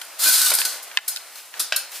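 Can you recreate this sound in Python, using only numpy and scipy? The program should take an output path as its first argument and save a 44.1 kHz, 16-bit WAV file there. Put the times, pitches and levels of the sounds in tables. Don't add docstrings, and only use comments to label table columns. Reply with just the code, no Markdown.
import sys
import numpy as np
from scipy import signal
from scipy.fft import rfft, irfft, next_fast_len
from scipy.io import wavfile
from scipy.ndimage import uniform_filter1d, minimum_filter1d, map_coordinates

SR = 44100
rng = np.random.default_rng(int(sys.argv[2]) if len(sys.argv) > 2 else 0)


def waveform_to_disk(signal):
    frames = np.transpose(np.atleast_2d(signal))
    scaled = np.clip(frames, -1, 1) * 32767
    samples = np.round(scaled).astype(np.int16)
    wavfile.write(sys.argv[1], SR, samples)


N = 88200

SLIPS_PER_S, SLIP_SCATTER_DB, CHATTER_PER_S = 20000, 1.5, 120
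DIRECT_SIDE_DB = -7.5


def amp(db):
    return 10 ** (np.asarray(db) / 20)


def unit(x):
    return x / np.sqrt(np.mean(x ** 2) + 1e-20)


def clock():
    return np.arange(N) / SR


def along(points, hz):
    f, v = np.transpose(points)
    return np.interp(np.log(hz + 1), np.log(f + 1), v)


def curve(rows):
    return np.interp(clock(), *np.transpose(rows))


def wobble(per_s):
    return map_coordinates(rng.standard_normal(N // 20), [clock() * per_s], mode="wrap")


def burst(s, rise, t60):
    t = clock() - s
    return np.clip(t / rise, 0, 1) * amp(-60 * np.maximum(t - rise, 0) / t60)


def coloured(x, gain_db):
    size = 2 * next_fast_len(N * 3 // 4)
    gain = unit(amp(gain_db(np.fft.rfftfreq(size, 1 / SR))))
    cepstrum = irfft(np.log(np.maximum(gain, 1e-6)), size)
    cepstrum[1:size // 2] *= 2
    cepstrum[size // 2 + 1:] = 0
    return irfft(rfft(x, size) * np.exp(rfft(cepstrum)), size)[..., :N]


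def spread(pair, side_db=0):
    # f/Hz, side against mid/dB
    width = [(1000, -15.5), (2500, -23), (5000, -2.5), (12000, 1)]
    size = pair.shape[1]
    side = irfft(rfft(pair[1]) * amp(side_db + along(width, np.fft.rfftfreq(size, 1 / SR))), size)
    return np.array([pair[0] + side, pair[0] - side])


def grains(per_s, scatter_db, side_db):
    hit = rng.random((2, N)) < per_s / SR
    size = np.sign(rng.standard_normal((2, N))) * amp(scatter_db * rng.standard_normal((2, N)))
    return spread(unit(hit * size), side_db)


def cloth():
    # t/s, level/dB
    rustle = [(0, -44), (.19, -43.5), (.26, -30), (.35, -42.5), (.48, -41.5), (.525, -26), (.57, -38),
              (.75, -36.5), (.82, -43.5), (1.05, -43), (1.16, -43.5), (1.32, -47), (1.52, -50),
              (1.578, -36.5), (1.605, -45.5), (1.9, -44), (1.97, -44), (2, -52)]
    # f/Hz, density/dB
    rustle_colour = [(30, -52), (170, -20.5), (380, -6), (650, 3.5), (2400, 3), (4500, -3.5), (15000, -11)]
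    # peak t/s, level/dB, rise/s, t60/s
    swishes = [(1.385, -38.5, 0.067, 0.28), (1.96, -32, 0.058, 0.46)]
    # f/Hz, density/dB
    swish_colour = [(30, -56), (500, -9), (2500, 4.5), (10000, 2.5), (15000, 0.5)]
    rub = coloured(grains(per_s=5000, scatter_db=1.5, side_db=2.5), lambda hz: along(rustle_colour, hz))
    hiss = coloured(grains(SLIPS_PER_S, SLIP_SCATTER_DB, DIRECT_SIDE_DB),
                    lambda hz: along(swish_colour, hz))
    swell = sum(amp(db) * burst(s - rise, rise, t60) for s, db, rise, t60 in swishes)
    folds_db = wobble(per_s=57)
    return rub * amp(curve(rustle) + folds_db) + hiss * swell


def slips():
    flare_db, spacing_hz, flares_per_s = 2.2, 130, 14
    hz, t, spectra = signal.stft(grains(SLIPS_PER_S, SLIP_SCATTER_DB, DIRECT_SIDE_DB), SR, nperseg=1024)
    grid = np.meshgrid(hz / spacing_hz, t * flares_per_s, indexing="ij")
    flares = map_coordinates(rng.standard_normal(spectra.shape[1:]), grid)
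    return unit(signal.istft(spectra * amp(flare_db * flares), SR, nperseg=1024)[1][:, :N])


def metal_db(hz):
    # f/Hz, density/dB
    scrape = [(40, -63), (110, -50), (320, -25), (620, -20.5), (1200, -13), (1480, -8), (1800, -15),
              (3100, -10), (3950, -1.5), (5400, -5), (6600, -4), (8000, -2), (12000, -2.36), (15000, -8)]
    # f/Hz, level over the broad spectrum/dB
    resonances = [(303, 6), (1440, 6), (1527, 7.5), (4160, 6), (4870, 8), (5360, 6.5), (6120, 2),
                  (8080, 5.5), (9335, 8.5), (9410, -1), (10400, 6), (10800, -3.5), (11700, 2.5), (12560, 1),
                  (13360, 10.5)]
    width_hz = 48
    peaks = sum(amp(db) ** 2 / (1 + (2 * (hz - f) / width_hz) ** 2) for f, db in resonances)
    return along(scrape, hz) + 10 * np.log10(1 + peaks)


def rings():
    # t/s, level/dB
    slide = [(.184, -46.5), (.193, -25.5), (.238, -16), (.372, -17), (.39, -18.5), (.48, -18.5),
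             (.53, -27.5), (.58, -30), (.605, -18), (.64, -34), (.69, -31.5), (.76, -35), (.81, -48)]
    # t/s, level/dB, t60/s, brightness/(dB per octave), ping f/Hz
    clacks = [(0.013, -28.5, 0.028, -2.5, 3173), (.047, -38, 0.025, 0.5, 4540),
              (.413, -15, 0.054, -1, 4650), (0.458, -13.5, 0.095, -2.5, 4790),
              (0.501, -12.5, 0.033, 0, 3980), (0.535, -13.5, 0.054, 0, 5060), (0.549, -16, 0.019, 10, 5080),
              (0.584, -16, 0.043, -3, 4790), (.649, -16, 0.065, -2, 4460), (.825, -34.5, .1, 4, 5430),
              (1.078, -15, 0.075, 3, 5300), (1.158, -31.5, 0.057, -2, 3730),
              (1.354, -33.5, 0.025, -2, 4200), (1.593, -21, 0.15, -0.5, 5380),
              (1.599, -19.5, 0.032, -1.5, 3560), (1.7604, -13, 0.04, 0, 4290),
              (1.915, -34.5, 0.021, 5, 6060)]
    chatter_db, rise_s = 1.8, 0.0042
    ping_db, ping_t60, overtone_ratio = -9.5, 0.042, 2.3
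    force = slips() * amp(curve(slide) + chatter_db * wobble(CHATTER_PER_S))
    contact_spectrum, pings = rfft(slips()), np.zeros(N)
    octaves = np.log2(np.clip(np.fft.rfftfreq(N, 1 / SR), 1500, 14000) / 8000)
    for s, db, t60, bright_db, hz in clacks:
        contacts = irfft(contact_spectrum * amp(bright_db * octaves), N)
        force += amp(db) * burst(s, rise_s, t60) * contacts
        phase = 2 * np.pi * hz * (clock() - s)
        tone = np.sin(phase) + np.sin(overtone_ratio * phase)
        pings += amp(db + ping_db) * burst(s, rise_s, ping_t60) * tone
    return coloured(force, metal_db) + pings


def struck(blows, modes, attack_s, crack_db, crack_rise_s, crack_t60, lag_s):
    # f/Hz, density/dB
    crack_colour = [(30, -36), (250, -37), (500, -12), (1500, 4), (3500, 11.5), (7000, 0), (15000, -17)]
    ringing, envelope = np.zeros((2, N)), np.zeros(N)
    t = np.maximum(np.arange(SR // 10) / SR - np.array([[0], [lag_s]]), 0)
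    for s, db, pitch, bright_db in blows:
        start = round(s * SR)
        for k, (hz, level, t60) in enumerate(modes):
            mode_db = db + level + bright_db * np.log2(hz / modes[0][0]) + rng.normal(0, 1)
            tone = (-1) ** k * amp(mode_db - 60 * t / t60) * np.sin(2 * np.pi * hz * pitch * t)
            ringing[:, start:start + t.shape[1]] += tone * (1 - np.exp(-t / attack_s))
        envelope += amp(db + crack_db + bright_db) * burst(s, crack_rise_s, crack_t60)
    cracks = envelope * spread(rng.standard_normal((2, N)), DIRECT_SIDE_DB)
    return ringing + coloured(cracks, lambda hz: along(crack_colour, hz))


def clicks():
    # t/s, level/dB, pitch ratio
    blows = [(.015, -24.5, 1.11), (.616, -12.5, 0.98), (0.9141, -30.5, .9), (.9724, 4, 0.98),
             (.9862, -15, 0.79), (1.161, -18.5, 1.8), (1.171, -21.5, 1.44), (1.54, -25, .95)]
    # f/Hz, level/dB, t60/s
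    modes = [(1060, -15, 0.024), (1797, -6.5, 0.025), (2120, -10, 0.03), (2627, -0.5, .016),
             (3075, 1.5, 0.011), (3705, -6.5, 0.016), (4680, -10.5, 0.026), (7830, -9, .009)]
    return struck([(*row, 0) for row in blows], modes, attack_s=0.0008,
                  crack_db=-10, crack_rise_s=0.000049, crack_t60=0.015, lag_s=0.00009)


def squeak():
    partials = {1: -38.5, 2: -39.5, 5: -20, 8: -27}
    pitch_hz, jitter = 307.4, 0.0065
    phase = 2 * np.pi * np.cumsum(pitch_hz * (1 + jitter * wobble(CHATTER_PER_S))) / SR
    tone = sum(amp(db) * np.sin(k * phase) for k, db in partials.items())
    return burst(s=0.246, rise=0.025, t60=0.18) * tone


def knocks():
    # t/s, level/dB, pitch ratio, brightness/(dB per octave); the row at 1.081 s is the body
    blows = [(.517, -9.5, .9, -4.5), (1.081, -29.5, 0.87, -1.5), (1.7225, -8, 1, -0.16),
             (1.73, -18.5, 1.2, 0)]
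    # f/Hz, level/dB, t60/s
    modes = [(634, -7.5, 0.019), (1114, -1, 0.0099), (1570, -0.5, 0.024), (2582, 3.5, 0.014),
             (3350, -21, 0.022), (3924, -1.5, 0.023), (5510, -5, .021)]
    return struck(blows, modes, attack_s=0.0015,
                  crack_db=-7.5, crack_rise_s=0.0014, crack_t60=0.024, lag_s=0.00002)


def room(x, wet_db):
    # f/Hz, t60/s
    decay = [(200, 0.17), (4500, 0.39), (9000, 0.23), (15000, 0.12)]
    hz, t, spectra = signal.stft(rng.standard_normal((2, SR // 2)), SR, nperseg=256)
    tail = signal.istft(spectra * amp(-60 * t / along(decay, hz)[:, None]), SR, nperseg=256)[1]
    tail = spread(tail / np.linalg.norm(tail[0]))
    tail = np.pad(tail, ((0, 0), (SR // 200, 0)))
    return x + amp(wet_db) * signal.fftconvolve(x.mean(axis=0)[None], tail, axes=1)[:, :N]


def scene():
    clicking, knocking = clicks(), knocks()
    on_rod = room(rings(), wet_db=-6) + squeak()
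    close_by = room(clicking, wet_db=-24.5) + room(knocking, wet_db=-6.5) + cloth()
    return (on_rod + close_by) * amp([[0.25], [-0.25]])


def record(dry):
    ceiling_db, release_db_per_s, top_hz = -1.3, 45.5, 15300
    over_db = np.maximum(20 * np.log10(np.abs(dry).max(axis=0) + 1e-9) - ceiling_db, 0)
    release_db = release_db_per_s * clock()
    gain = amp(release_db - np.maximum.accumulate(over_db + release_db))
    gain = uniform_filter1d(minimum_filter1d(gain, size=45), size=45)
    hz = np.fft.rfftfreq(2 * N, 1 / SR)
    return irfft(rfft(dry * gain, 2 * N) / np.sqrt(1 + (hz / top_hz) ** 200))[:, :N]


dry = scene()
out = record(dry)
waveform_to_disk(out)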